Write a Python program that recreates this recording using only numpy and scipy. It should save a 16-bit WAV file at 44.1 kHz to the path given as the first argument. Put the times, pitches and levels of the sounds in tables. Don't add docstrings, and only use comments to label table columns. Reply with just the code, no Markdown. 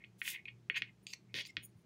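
import sys
import numpy as np
from scipy import signal
from scipy.fft import rfft, irfft
from scipy.io import wavfile
from scipy.ndimage import map_coordinates

SR = 44100
rng = np.random.default_rng(int(sys.argv[2]) if len(sys.argv) > 2 else 0)


def store_wav(level_fs):
    pcm = np.round(np.clip(np.atleast_2d(level_fs), -1, 1) * 32767)
    wavfile.write(sys.argv[1], SR, pcm.T.astype(np.int16))


N = 81585
T = np.arange(N) / SR


def from_db(db):
    return 10 ** (np.asarray(db) / 20)


def rms_one(x):
    return x / np.sqrt(np.mean(x ** 2) + 1e-20)


def peak_at(x, db):
    return from_db(db) * x / np.abs(x).max()


def filtered(x, hz, kind, order=2):
    return signal.sosfilt(signal.butter(order, hz, kind, fs=SR, output="sos"), x)


def white():
    return rng.standard_normal(N)


def noise(spectrum):
    hz, db = np.transpose(spectrum)
    bins_hz = np.maximum(np.fft.rfftfreq(N, 1 / SR), 1)
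    gain = from_db(np.interp(np.log(bins_hz), np.log(hz), db))
    return rms_one(np.fft.irfft(np.fft.rfft(white()) * gain, N))


def wander(top_hz):
    return rms_one(filtered(white(), top_hz, "low"))


def wavering_sine(hz):
    return np.sqrt(2) * np.sin(2 * np.pi * np.cumsum(hz) / SR)


def impulse(s):
    return signal.unit_impulse(N, int(s * SR))


def resonate(x, modes, pitch=1):
    out = 0
    for k, (hz, width_hz, db) in enumerate(modes):
        r = np.exp(-np.pi * width_hz / SR)
        w = 2 * np.pi * hz * pitch / SR
        section = [(1 - r * r) / 2, 0, (r * r - 1) / 2, 1, -2 * r * np.cos(w), r * r]
        out = out + (-1) ** k * from_db(db) * signal.sosfilt([section, section], x)
    return out


def friction(slips_per_s, spread_db, grain):
    sizes = from_db(spread_db * np.minimum(rng.exponential(1, N), 2)) * rng.choice([-1, 1], N)
    slips = sizes * (rng.random(N) < slips_per_s / SR)
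    return rms_one(slips) + grain * white()


def stroke(s, length_s, db, attack_s=0.0087, release_s=0.0042):
    attack = np.clip((T - s) / attack_s + .5, 0, 1)
    release = np.exp(-np.maximum(T - s - length_s, 0) / release_s)
    return from_db(db) * attack * release


def swell(s, length_s, db, ease_s=0.0069):
    rise = (1 + np.tanh((T - s) / ease_s)) / 2
    fall = (1 - np.tanh((T - s - length_s) / ease_s)) / 2
    return from_db(db) * rise * fall


def pressed(x, pressure):
    pushed = x * pressure
    return pushed * np.sqrt(np.sum(pressure ** 2) / np.sum(pushed ** 2))


# (time [s], level [dB])
HUM_LEVELS = [(0.0, -83), (0.085, -65.5), (0.406, -78), (0.54, -60), (0.742, -71), (0.834, -62.5),
              (1.163, -78), (1.362, -57), (1.52, -79.5), (1.57, -61), (1.792, -68.5), (1.85, -82)]


def hum(pitch_hz=117.7, waver_hz=2.6):
    s, db = np.transpose(HUM_LEVELS)
    hz = pitch_hz + waver_hz * wander(8)
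    return from_db(np.interp(T, s, db)) * wavering_sine(hz)


# (frequency [Hz], level per Hz [dB])
AIR_SPECTRUM = [(35, -32), (58, -10), (75, -15.5), (110, -9), (145, -5), (190, 0), (260, -15), (360, -9),
                (500, -21.5), (750, -24.5), (1500, -29), (2200, -29.5), (3500, -33.5), (6500, -36),
                (10000, -44), (15500, -48.5)]


def air(level_db=-67.5):
    return from_db(level_db) * noise(AIR_SPECTRUM)


# (time [s], length [s], level [dB], lower edge [Hz], upper edge [Hz], coarseness [0-1])
RUBS = [(0, 0.025, -66.5, 1870, 2400, 0), (0.25, 0.048, -48, 1790, 3200, 0.4),
        (0.307, 0.023, -53, 1870, 3200, 0.15), (0.335, 0.028, -47.5, 1920, 2940, 0.48),
        (0.368, 0.03, -60, 1950, 2480, .7), (0.477, 0.011, -49.5, 2230, 2830, 0.92),
        (0.744, 0.014, -44, 1870, 2890, 1), (0.758, 0.023, -39, 1800, 3050, 0.5),
        (0.871, 0.025, -63, 2025, 2630, 0.56), (1.285, 0.062, -78, 2120, 2440, 0.2),
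        (1.348, 0.064, -43.5, 1780, 4300, 0.33), (1.413, 0.037, -60, 2310, 4740, 0.11),
        (1.595, 0.043, -66, 2140, 3300, 0.4)]
# (frequency [Hz], width [Hz], level [dB])
LOW_MODE = [(1049, 350, 0)]


def rubs(low_cut_hz=1565, top_factor=1.59, low_mode_db=-27):
    slips = friction(slips_per_s=1800, spread_db=7.0, grain=0)
    grain = white()
    out = 0
    for s, length_s, db, low_hz, high_hz, coarse in RUBS:
        force = coarse * slips + (1 - coarse) * grain
        rub = filtered(force, low_cut_hz, "high", order=6)
        rub = filtered(rub, [low_hz, high_hz], "band")
        rub = rms_one(filtered(rub, high_hz * top_factor, "low", order=4))
        rub = rub + from_db(low_mode_db) * rms_one(resonate(force, LOW_MODE))
        out = out + pressed(rub, stroke(s, length_s, db))
    return out


# (frequency [Hz], level [dB], t60 [s])
RING_RESONANCES = [(1866, -48, 0.025), (2203, -50, 0.1), (2492, -49.5, 0.079), (2630, -78, 0.04),
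                   (2975, -46, 0.035), (3300, -44, 0.075), (4300, -68.5, 0.06)]


def ring(contacts, spread_db=2):
    out = 0
    for hz, db, t60_s in RING_RESONANCES:
        r, w = from_db(-60 / (t60_s * SR)), 2 * np.pi * hz / SR
        feed = from_db(db + spread_db * wander(8.8))
        out = out + signal.lfilter([1, -r * np.cos(w)], [1, -2 * r * np.cos(w), r * r], feed * contacts)
    return out


# (time [s], level [dB], lower edge [Hz], upper edge [Hz], contact cut-off [Hz])
KNOCKS = [(0.0393, -42, 2080, 2580, 4200), (0.0455, -42.5, 2030, 3130, 4070),
          (0.2166, -24.5, 1610, 2700, 3900), (0.2775, -23.5, 1735, 3080, 3570),
          (0.4552, -38, 2236, 2590, 4200), (0.4822, -35.5, 2100, 2850, 3700),
          (0.485, -39, 2240, 2770, 3700), (0.699, -18, 1690, 2960, 3300), (.759, -32, 1530, 3020, 4040),
          (.768, -24.5, 1600, 2750, 3950), (0.8208, -21, 1770, 3100, 5930), (1.3424, -26, 1830, 4240, 6500),
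          (1.387, -28, 1710, 3200, 6270), (1.5684, -20.5, 1570, 3690, 5500)]
# (frequency [Hz], width [Hz], level [dB])
OVERTONE = [(4360, 52, 0)]


def knocks(low_cut_hz=1310, overtone_db=-38.5):
    out = 0
    for s, db, low_hz, high_hz, contact_hz in KNOCKS:
        contact = filtered(impulse(s), contact_hz, "low", order=8)
        contact = filtered(contact, low_cut_hz, "high", order=3)
        out = out + peak_at(filtered(contact, [low_hz, high_hz], "band"), db)
        out = out + peak_at(resonate(impulse(s), OVERTONE), db + overtone_db)
    return out


# (time of peak [s], rise [s], fall [s], level [dB])
PULLS = [(0.195, 0.01, 0.022, -67), (0.299, 0.046, 0.033, -43)]
# (frequency [Hz], level per Hz [dB])
WOOL_SPECTRUM = [(1500, -23), (3000, 4), (4500, -1.5), (7000, 1), (11000, 1), (15500, -1.5)]


def wool(catch_db=2.0, catch_hz=280):
    speed = 0
    for s, rise_s, fall_s, db in PULLS:
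        width_s = np.where(T < s, rise_s, fall_s)
        speed = speed + from_db(db) * np.exp(-((T - s) / width_s) ** 2)
    catches = from_db(catch_db * wander(catch_hz))
    return speed * rms_one(catches * noise(WOOL_SPECTRUM))


# (time [s], level [dB], pitch factor of the tip modes [1],
#                     frequency the contact fails to excite [Hz], relative level of the lowest mode [dB])
TICKS = [(0.4544, -48, 0.83, 5630, -32), (1.068, -30, 1.035, 5500, -51), (1.135, -28.5, 0.91, 3430, -30),
         (1.452, -35, 0.94, 8200, -35), (1.4703, -44, 0.856, 2880, -42)]
# (frequency [Hz], width [Hz], level [dB])
TIP_MODES = [(2366, 650, 1), (3200, 1270, -3.5), (4650, 600, 3), (6436, 1030, -3), (7150, 1000, -14.5),
             (8200, 320, -7.5), (9330, 260, -16.5), (13200, 890, -15)]
TIP_LOW_CUT_HZ = 1800


def ticks(top_hz=11000, notch_q=1.9):
    out = 0
    for s, db, pitch, missed_hz, low_db in TICKS:
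        notch_b, notch_a = signal.iirnotch(missed_hz, notch_q, SR)
        tick = signal.lfilter(notch_b, notch_a, resonate(impulse(s), TIP_MODES, pitch))
        tick = filtered(filtered(tick, TIP_LOW_CUT_HZ, "high"), top_hz, "low", order=4)
        out = out + peak_at(tick, db)
        out = out + peak_at(resonate(impulse(s), LOW_MODE, pitch), db + low_db)
    return out


# (time [s], length [s], level [dB], lower edge [Hz], upper edge [Hz])
BUMPS = [(0.697, 0.012, -56, 270, 453), (0.813, 0.015, -55.5, 167, 390), (1.339, 0.015, -54.5, 327, 530),
         (1.335, 0.033, -53.5, 115, 276), (1.375, 0.042, -61.5, 127, 543), (1.567, 0.013, -54.5, 69.6, 353),
         (1.745, 0.022, -58.5, 97, 212)]


def hands():
    force, out = white(), 0
    for s, length_s, db, low_hz, high_hz in BUMPS:
        band_gain = np.sqrt(SR / 2 / (high_hz - low_hz))
        push = force * stroke(s, length_s, db) * band_gain
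        out = out + filtered(push, [low_hz, high_hz], "band", order=3)
    return out


def glided(x, s, length_s, pitch, rise_per_s=1.6):
    speed = pitch * (1 + rise_per_s * np.clip(T - s, 0, length_s))
    return map_coordinates(x, [np.cumsum(speed)], mode="mirror")


# (time [s], length [s], level [dB], pitch factor of the tip modes [1])
SLIDES = [(0.76, 0.025, -51, 0.98), (1.069, 0.05, -58, 1), (1.129, 0.0092, -50.5, 0.94),
          (1.351, 0.07, -57, 0.86), (1.456, 0.011, -53.5, 1.02), (1.469, 0.036, -64.5, 1.08)]


def slides(slips):
    sliding = filtered(resonate(slips, TIP_MODES), TIP_LOW_CUT_HZ, "high")
    out = 0
    for s, length_s, db, pitch in SLIDES:
        out = out + pressed(glided(sliding, s, length_s, pitch), stroke(s, length_s, db))
    return out


# (time [s], length [s], level [dB])
SQUEAKS = [(0.771, 0.017, -60), (1.028, 0.027, -76), (1.116, 0.029, -69.5), (1.345, 0.075, -63.5),
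           (1.467, 0.01, -60), (1.633, 0.028, -53), (1.765, 0.06, -84)]
# (frequency [Hz], width [Hz], level [dB])
SQUEAK_MODES = [(6813, 152, -1.5), (9490, 364, 2), (11320, 450, -17.5), (12170, 380, -5.5),
                (13400, 570, -11), (15380, 620, -10.5)]


def squeaks(slips):
    squeaking = resonate(slips, SQUEAK_MODES)
    return sum(pressed(squeaking, swell(s, length_s, db)) for s, length_s, db in SQUEAKS)


# (time [s], length [s], level [dB])
SING = (1.49, .014, -57.5)


def singing(pitch_hz=2150, wobble_hz=45):
    hz = pitch_hz + wobble_hz * wander(300)
    return stroke(*SING) * wavering_sine(hz)


# (delay [s], gain [1])
REFLECTIONS = [(.00109, .15), (.00152, .14), (.00197, .27), (.00277, .11), (.00374, .11), (.0079, .12)]


def room(x, t60_s=0.15, tail_db=-15, top_hz=5700, onset_s=0.0036):
    near = sum(gain * np.interp(T - s, T, x, left=0) for s, gain in REFLECTIONS)
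    decay = np.exp(-np.log(1000) * T / t60_s)
    tail = filtered(white(), top_hz, "low", order=1) * decay * np.minimum(T / onset_s, 1) ** 2
    tail = tail / np.sqrt(np.sum(tail ** 2))
    return x + near + from_db(tail_db) * signal.fftconvolve(x, tail)[:N]


def scene():
    contacts = rubs() + knocks()
    shafts = contacts + ring(contacts) + singing()
    tip_slips = friction(slips_per_s=1000, spread_db=3.5, grain=0.93)
    tips = ticks() + slides(tip_slips) + squeaks(tip_slips)
    return (room(shafts + tips + wool() + hands()) + hum() + air())[None]


def record(dry, cutoff_hz=15750):
    return signal.sosfilt(signal.ellip(12, .1, 80, cutoff_hz, fs=SR, output="sos"), dry)


dry = scene()
out = record(dry)
store_wav(out)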